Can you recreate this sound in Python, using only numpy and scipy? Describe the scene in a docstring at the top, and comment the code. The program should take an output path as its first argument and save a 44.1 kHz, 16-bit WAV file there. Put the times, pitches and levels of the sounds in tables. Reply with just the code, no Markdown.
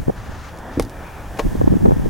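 """On an open road, a pickup's door is opened close to a hand-held camera.
A sleeve rustles (coloured noise), the handle thuds on its stop and the latch snaps (ringing metal and noise bursts).
The door swishes out, and its hinge stay scrapes and knocks. Wind rumbles on the microphone and buffets its
two ports (noise and short pressure swings), hard once the door is open. Air, hiss and a low hum lie under it all."""
import sys
import numpy as np
from scipy import signal
from scipy.fft import rfft, irfft, next_fast_len
from scipy.io import wavfile
from scipy.ndimage import map_coordinates

SR = 44100
rng = np.random.default_rng(int(sys.argv[2]) if len(sys.argv) > 2 else 0)


def generate_wav(sig):
    """Save sig (samples, or channels by samples) to the path in sys.argv[1] as 16-bit PCM at SR."""
    pcm = np.round(np.clip(np.atleast_2d(sig).T, -1, 1) * 32767).astype(np.int16)
    wavfile.write(sys.argv[1], SR, pcm)


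N = 92477  # length in samples, about 2.1 s

# Slow wind pressure on the ports: time_s, level_db
RUMBLE_LEVEL = [(0, -19), (.05, -45), (.08, -26.5), (.15, -40.5), (.2, -29.5), (.245, -40.5), (.3, -31),
                (.46, -37), (.74, -40), (.81, -27.5), (.92, -39), (1.4, -33.5), (1.47, -22), (1.53, -32.5),
                (1.61, -19), (1.69, -24), (2.09, -24.5)]
# Its tone: pitch_hz, level_db
RUMBLE_COLOUR = [(12, -28), (28, 2), (60, -6.5), (100, -9), (200, -17.5), (500, -78), (1500, -90)]
# Turbulence between the ports: time_s, level_db
BUFFET_LEVEL = [(0, -24.5), (.05, -41), (.085, -23), (.12, -45), (.29, -40), (.42, -50), (1.0, -76),
                (1.43, -42), (1.455, -24), (1.49, -27.5), (1.58, -27), (1.73, -22.5), (1.8, -26.5),
                (1.88, -28), (1.925, -24), (1.95, -33), (1.975, -20), (2.02, -24), (2.09, -26)]
# Tone of the part that pushes the ports opposite ways: pitch_hz, level_db
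OPPOSED_COLOUR = [(25, -39), (60, 1), (115, 13), (200, 4), (400, -4), (600, -15), (1300, -29), (2400, -36),
                  (6000, -84)]
# Tone of the part both ports share: pitch_hz, level_db
SHARED_COLOUR = [(25, 5), (60, -9), (120, -0.5), (200, -3.5), (300, -7), (420, -16.5), (900, -32),
                 (2400, -36), (6000, -96)]
RUMBLE_SIDE_DB, BUFFET_MID_DB = -11.5, -6.5

# Rush of outdoor air, before a 1 dB lift and random wavering: time_s, level_db
AIR_LEVEL = [(0.0, -40.5), (0.33, -43), (0.71, -37.5), (0.95, -39.5), (1.41, -38.5), (1.62, -37.5),
             (2.09, -40)]
# Its tone: pitch_hz, level_db
AIR_COLOUR = [(40, -5), (150, -1.5), (290, -4), (420, -6.5), (620, -5.5), (860, -6), (1250, -15),
              (1500, -13.5), (1780, -11), (2020, -22.5), (2500, -31), (3500, -27), (8000, -99)]
# Fine hiss, before a 6.5 dB lift: time_s, level_db
HISS_LEVEL = [(0.0, -54), (0.22, -58.5), (0.81, -57.5), (1.27, -55), (1.47, -50), (1.61, -51.5),
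              (1.74, -53), (2.09, -53)]
# Its tone: pitch_hz, level_db
HISS_COLOUR = [(1000, 7), (2500, 4), (4000, -2), (6000, 1.5), (8000, -2), (11000, -2.5), (13500, -6.5),
               (15500, -1)]
AIR_SIDE_DB, HISS_SIDE_DB = -13.5, -11
HUM_HZ, HUM_DB = 72.6, -43  # middle values; both waver a little

# Single eddies striking the ports:
# middle_s, length_s, opposed_level_db, opposed_pitch_hz, shared_level_db, shared_pitch_hz
EDDIES = [(0.076, 0.0055, -26, 150, -21, 105), (0.083, 0.0012, -6, 324, -12.5, 260),
          (0.0982, 0.0028, -11, 416, -19, 428), (.095, .005, -24, 222, -18.5, 182),
          (.296, 0.0019, -23, 250, -31, 181), (1.456, 0.0066, -15, 208, -18.5, 159),
          (1.468, .004, -17, 300, -23.5, 320), (1.526, 0.005, -19, 219, -29, 161),
          (1.554, 0.0029, -16, 328, -20.5, 228), (1.604, 0.0024, -12.5, 152, -12, 100),
          (1.616, 0.002, -6.5, 500, -16.5, 314), (1.642, 0.0029, -8.5, 241, -19, 159),
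          (1.678, 0.0019, 0.5, 293, -14, 260), (1.708, 0.0048, -9, 169, -17.5, 150),
          (1.726, 0.0059, -9.5, 312, -14, 196), (1.74, 0.001, -13, 430, -16.5, 324),
          (1.758, 0.0025, -7, 210, -20, 139), (1.769, 0.0018, -5.5, 250, -17, 220),
          (1.811, 0.0026, -17, 310, -35, 150), (1.830, .005, -10, 198, -24, 151),
          (1.844, 0.0021, -4.5, 170, -16.5, 183), (1.8576, 0.0033, -4, 426, -10.5, 187.4),
          (1.871, 0.0051, -11.5, 480, -19.5, 313), (1.886, 0.0032, -2, 208, -17.5, 179),
          (1.897, 0.0018, -12, 470, -21.5, 298), (1.91, 0.0007, -5, 450, -18, 333),
          (1.9203, 0.00098, -5, 456, -15, 261), (1.93, 0.0045, -5.5, 143, -20, 106),
          (1.969, 0.004, -15, 260, -33, 164), (1.997, 0.0013, -11, 230, -32, 160),
          (2.061, .0015, -11, 413, -20.5, 306), (2.071, .008, -19, 272, -23.5, 131)]
# Tone of an eddy's fraying: multiple_of_pitch, level_db
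FRAY_COLOUR = [(.2, 0.5), (.6, 6), (1, -3.5), (1.7, 2), (3, -20.5), (6, -43), (20, -70)]
EDDY_FRAY_DB = -5.5
EDDY_GLIDE = 0.14  # typical random pitch shift at the ends of an eddy, as a share of its pitch

# Some eddies pop on the microphone: start_s, level_db
POPS = [(.0815, -27), (.0965, -39), (1.613, -26), (1.6765, -15), (1.8588, -16), (1.9075, -27),
        (1.92, -23.5), (2.059, -35)]
# Tone of their dull crack: pitch_hz, level_db
POP_COLOUR = [(300, 4.5), (900, -2), (1400, -1), (2200, -12), (4800, -26.5), (6500, -27), (15000, -48)]
POP_HZ, POP_T60_S, POP_PUSH_DB = 800, 0.0071, 5.5  # push level is added to each pop's own

# Sleeve strokes of the reaching arm, before random wavering: time_s, level_db
SLEEVE_LEVEL = [(.1, -60), (.18, -43.5), (.33, -42.5), (.48, -40), (.54, -49.5), (.66, -62), (.73, -42),
                (.8, -46), (.86, -60)]
# Tone of the strokes: pitch_hz, level_db
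SLEEVE_COLOUR = [(300, -8), (1300, 6.5), (2500, -5.5), (4000, -10.5), (6800, -13), (8200, -23),
                 (15000, -37)]
# Soft swish of arm and door swinging out, before random wavering: time_s, level_db
SWING_LEVEL = [(.88, -55), (.97, -44.5), (1.13, -41), (1.27, -45), (1.34, -70), (1.4, -70)]
# Tone of the swish: pitch_hz, level_db
SWING_COLOUR = [(400, -28), (850, 4), (1100, -3), (1500, -2.5), (1900, -16), (2350, -4), (3000, -19),
                (8000, -33)]

# The handle meeting its stop: start_s, level_db
THUDS = [(0.7714, -13.5), (0.7852, -21), (.801, -20), (.83, -31), (.846, -29), (.864, -32.5)]
# Ringing tones of the door skin: pitch_hz, level_db, decay_by_60_db_s
PANEL_MODES = [(72.5, -12, 0.25), (122, -1, .1), (196, -5, 0.067), (274, 4.5, 0.054), (358, -5, 0.1),
               (488, -7, 0.062)]
THUD_ATTACK_S = 0.00098
LATCH_S, LATCH_DB = 0.7970, -12.5  # the latch lets go
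# Ringing tones of the latch: pitch_hz, level_db, decay_by_60_db_s
LATCH_MODES = [(370, -3, 0.021), (480, 3.5, 0.034), (610, -9, 0.028), (792, -11.5, 0.074), (900, -8, 0.044),
               (1065, -8.5, 0.031), (1880, -14.5, 0.032), (2120, -12.5, 0.033), (3530, -16.5, 0.034),
               (4850, -29, 0.038), (8420, -19.5, 0.021)]
# Tone of the latch's snap: pitch_hz, level_db
SNAP_COLOUR = [(300, 4), (1000, 7), (1400, -5), (2000, 0), (4500, 1), (7000, -5.5), (10500, -2.5),
               (13000, -13), (16000, -20)]
RELEASE_DB, RELEASE_HZ, RELEASE_T60_S = -9.5, 452, 0.0069  # the seal shoves the freed door out
PAWL_S, PAWL_DB = 0.8239, -39  # the pawl springs back with a brief steel ring
# Ringing tones of the pawl: pitch_hz, level_db, decay_by_60_db_s
PAWL_MODES = [(3560, -3, 0.032), (3900, -4, .035), (4430, -4, .04), (4910, -1, .055), (5490, -7, 0.038),
              (5870, 0, 0.039)]
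# Small clicks of the handle and linkage: start_s, level_db
TICKS = [(0.574, -35), (.587, -32.5), (.8239, -20.5), (.85, -32), (.8962, -29)]
# Tone of the clicks: pitch_hz, level_db
TICK_COLOUR = [(1000, 8), (2800, -4), (3800, 2), (5500, 4), (7500, -1.5), (11000, -2), (15500, -15)]

# The hinge stay scraping up to and past its notch: start_s, level_db
SCRAPES = [(1.372, -32), (1.3882, -23), (1.3928, -18.5), (1.3985, -26)]
# Tone of the scrapes: pitch_hz, level_db
SCRAPE_COLOUR = [(150, 4.5), (550, 14), (900, 9), (1300, 0.5), (2500, 0), (3600, -6), (6500, -10.5),
                 (10500, -17), (14000, -24)]
SCRAPE_T60_S, SCRAPE_GRIT_DB = 0.036, 2.5
NOTCH_S, NOTCH_DB = 1.3935, -11.5  # the stay drops over the notch and knocks the door
# Ringing tones of that knock: pitch_hz, level_db, decay_by_60_db_s
STAY_MODES = [(345, -12, 0.087), (463, 1.5, 0.058), (583, -2.5, 0.047), (652, -4, 0.039), (797, -12, 0.034),
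              (907, -11, 0.062), (1070, -9, 0.06), (1580, -29, 0.068), (1810, -16, .06), (2310, -21, 0.044),
              (2530, -16, 0.05)]

# Tone of the reflections: pitch_hz, level_db
REFLECTION_COLOUR = [(100, 3.5), (600, 4), (1200, 0.5), (2500, 0.5), (4500, 1), (15000, 2)]
DOOR_WET_DB, DOOR_T60_S = -11.5, 0.06
LATCH_LEFT_DB, STAY_LEFT_DB, SLEEVE_LEFT_DB = -0.5, 1.6, 1.24  # below zero leans right
CLIP_TOP, TOP_HZ = 1.1, 16000  # ceiling of the overload (full scale is 1), band limit


def amp(db):
    """Turn decibels into a gain."""
    return 10 ** (np.asarray(db) / 20)


def unit(x):
    """Scale to an average (rms) strength of 1."""
    return x / np.sqrt(np.mean(x ** 2) + 1e-20)


def curve(rows):
    """Join (time, value) points with straight lines, one value per sample."""
    return np.interp(np.arange(N) / SR, *np.transpose(rows))


def wobble(rate):
    """Draw a smooth random curve through this many random points a second."""
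    points = rng.standard_normal(int(N * rate / SR) + 4)
    return map_coordinates(points, [np.arange(N) * rate / SR])


def gain(points, hz):
    """Read a gain off (pitch, level) points, spaced by ratio of pitch as the ear hears it."""
    pitch_hz, level_db = np.transpose(points)
    return amp(np.interp(np.log(hz + 1), np.log(pitch_hz + 1), level_db))


def noise(colour, size=N):
    """Shape random noise to a tone colour, at rms 1."""
    padded = next_fast_len(size + 2048)
    spectrum = rfft(rng.standard_normal(padded))
    spectrum = spectrum * gain(colour, np.fft.rfftfreq(padded, 1 / SR))
    return unit(irfft(spectrum, padded)[:size])


def stereo(mid, side):
    """Build left and right from a shared part and an opposed part."""
    return np.array([mid + side, mid - side])


def rush(colour, side_db):
    """Make stereo noise; a stronger opposed part sounds wider."""
    return stereo(noise(colour), amp(side_db) * noise(colour))


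def place(x, left_db):
    """Lean a sound left by raising the left side and lowering the right equally."""
    return x * amp([[left_db], [-left_db]])


def add(track, s, sound):
    """Mix a sound into the track at a time in seconds."""
    first = max(round(s * SR), 0)
    track[..., first:first + sound.shape[-1]] += sound[..., :max(N - first, 0)]


def fade(t, t60):
    """Die away smoothly, dropping 60 dB in t60 seconds."""
    return np.exp(-np.log(1000) * t / t60)


def ring(modes, attack_s, hard=True):
    """Ring fading tones from one blow: in step if hard, alternately opposed if soft."""
    t = np.arange(SR // 4) / SR
    sign = 1 if hard else -1
    tones = np.zeros(len(t))
    for k, (hz, db, t60) in enumerate(modes):
        strength = amp(db + rng.normal(0, 1))  # each blow excites the tones a little differently
        tones += strength * fade(t, t60) * np.sin(2 * np.pi * hz * t) * sign ** k
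    return tones * (1 - np.exp(-t / attack_s))


def crack(colour, t60, tail_db, tail_t60):
    """Make a hard contact: a short noise burst with a weaker, longer rattle."""
    size = 8192
    t = np.arange(size) / SR
    envelope = fade(t, t60) + amp(tail_db) * fade(t, tail_t60)
    burst = rng.standard_normal(size) * envelope
    # Fold the log spectrum into a filter that never sounds before the blow
    shape = unit(gain(colour, np.fft.rfftfreq(size, 1 / SR)))
    cepstrum = irfft(np.log(shape))
    causal = np.r_[cepstrum[0], 2 * cepstrum[1:size // 2]]
    return irfft(rfft(burst) * np.exp(rfft(causal, size)))


def wind():
    """Slow pressure rumbles in both ports; lumpy turbulence pushes them mostly opposite ways."""
    rumble = amp(curve(RUMBLE_LEVEL)) * rush(RUMBLE_COLOUR, RUMBLE_SIDE_DB)
    lumps = unit(amp(3.2 * wobble(55)))
    buffet = stereo(amp(BUFFET_MID_DB) * noise(SHARED_COLOUR), noise(OPPOSED_COLOUR))
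    return rumble + amp(curve(BUFFET_LEVEL)) * lumps * buffet


def outdoors():
    """Moving air makes a broad rush and fine hiss, over a low wavering hum."""
    air_db = curve(AIR_LEVEL) + 1.0 + 1.5 * wobble(11.72)
    air = amp(air_db) * rush(AIR_COLOUR, AIR_SIDE_DB)
    hiss = amp(curve(HISS_LEVEL) + 6.5) * rush(HISS_COLOUR, HISS_SIDE_DB)
    hum_gain = amp(HUM_DB + 0.74 * wobble(7.3)) * np.sqrt(2)  # a sine's peak is root 2 times its rms
    hum_phase = 2 * np.pi * HUM_HZ * np.arange(N) / SR + 0.15 * wobble(5.9)
    return air + hiss + hum_gain * np.sin(hum_phase)


def swirl(t, hz, length):
    """One pressure swing speeds up or slows down and frays into turbulence."""
    fray = noise([(hz * multiple, db) for multiple, db in FRAY_COLOUR], size=len(t))
    bend = EDDY_GLIDE * rng.normal() * length * np.log(np.cosh(t / length))
    swing = np.sin(2 * np.pi * (hz * (t + bend) + rng.random()))
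    return swing + amp(EDDY_FRAY_DB) * fray


def eddies():
    """Each eddy briefly swings the pressure, partly between the ports and partly in both."""
    out = np.zeros((2, N))
    t = np.arange(-SR // 20, SR // 20) / SR
    for s, length, opposed_db, opposed_hz, shared_db, shared_hz in EDDIES:
        shared = amp(shared_db) * swirl(t, shared_hz, length)
        opposed = amp(opposed_db) * swirl(t, opposed_hz, length)
        swell = 1 / np.cosh(t / length)
        add(out, s + t[0], stereo(shared, opposed) * swell)
    return out


def pops():
    """Some eddies give a sudden push of air and a short dull crack."""
    out = np.zeros(N)
    for s, db in POPS:
        add(out, s, amp(db) * ring([(POP_HZ, POP_PUSH_DB, POP_T60_S)], attack_s=0.00033))
        add(out, s, amp(db - 6.5) * crack(POP_COLOUR, POP_T60_S, tail_db=-19, tail_t60=0.054))
    return out


def sleeve():
    """Cloth rubs as the arm reaches for the handle, then swishes as the door swings out."""
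    reach_db = curve(SLEEVE_LEVEL) + 0.93 * wobble(59.7)
    reach = amp(reach_db) * rush(SLEEVE_COLOUR, side_db=-10.0)
    swing_db = curve(SWING_LEVEL) + 2.2 * wobble(41.2)
    swing = amp(swing_db) * rush(SWING_COLOUR, side_db=-9)
    return place(reach + swing, SLEEVE_LEFT_DB)


def handle_and_latch():
    """The handle thuds into the door skin, the latch snaps, the seal shoves and the linkage ticks."""
    out = np.zeros(N)
    for s, db in THUDS:
        add(out, s, amp(db) * ring(PANEL_MODES, THUD_ATTACK_S, hard=False))
    add(out, LATCH_S, amp(LATCH_DB) * ring(LATCH_MODES, attack_s=0.00029))
    add(out, LATCH_S, ring([(RELEASE_HZ, RELEASE_DB, RELEASE_T60_S)], attack_s=0.00039))
    add(out, LATCH_S, amp(-16.5) * crack(SNAP_COLOUR, t60=0.0046, tail_db=-16, tail_t60=0.11))
    add(out, PAWL_S, amp(PAWL_DB) * ring(PAWL_MODES, attack_s=0.0001))
    for s, db in TICKS:
        add(out, s, amp(db) * crack(TICK_COLOUR, t60=0.0029, tail_db=-17.5, tail_t60=0.077))
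    return out


def hinge_stay():
    """The stay scrapes grittily up to and past its notch, knocking the door as it drops over."""
    out = np.zeros(N)
    for s, db in SCRAPES:
        scrape = crack(SCRAPE_COLOUR, SCRAPE_T60_S, tail_db=-12, tail_t60=0.12)
        grit = unit(amp(SCRAPE_GRIT_DB * wobble(1570)))[:len(scrape)]  # fast random roughness
        add(out, s, amp(db) * scrape * grit)
    add(out, NOTCH_S, amp(NOTCH_DB) * ring(STAY_MODES, attack_s=0.00063))
    return out


def reflections(x):
    """The truck's side and the road answer with a brief fading tail, different at each port."""
    t = np.arange(SR // 5) / SR
    tail = np.array([noise(REFLECTION_COLOUR, size=len(t)) for _ in range(2)])
    tail = tail * fade(t, DOOR_T60_S)
    tail = tail / np.linalg.norm(tail[0])
    return signal.fftconvolve(x[None], tail, axes=1)[:, :N]


def scene():
    """Mix the door and sleeve with the wind and the outdoor air."""
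    microphone_wind = wind() + eddies() + pops()
    latch, stay = handle_and_latch(), hinge_stay()
    door = place(latch, LATCH_LEFT_DB) + place(stay, STAY_LEFT_DB)
    door = door + amp(DOOR_WET_DB) * reflections(latch + stay)
    return microphone_wind + outdoors() + sleeve() + door


def record(dry):
    """The camera rounds off overloads smoothly and cuts steeply above its band limit."""
    clipped = dry / (1 + np.abs(dry / CLIP_TOP) ** 6) ** (1 / 6)
    steep = signal.ellip(12, 0.1, 90, TOP_HZ, fs=SR, output="sos")
    return signal.sosfiltfilt(steep, clipped)  # run both ways, so nothing is delayed


dry = scene()
out = record(dry)
generate_wav(out)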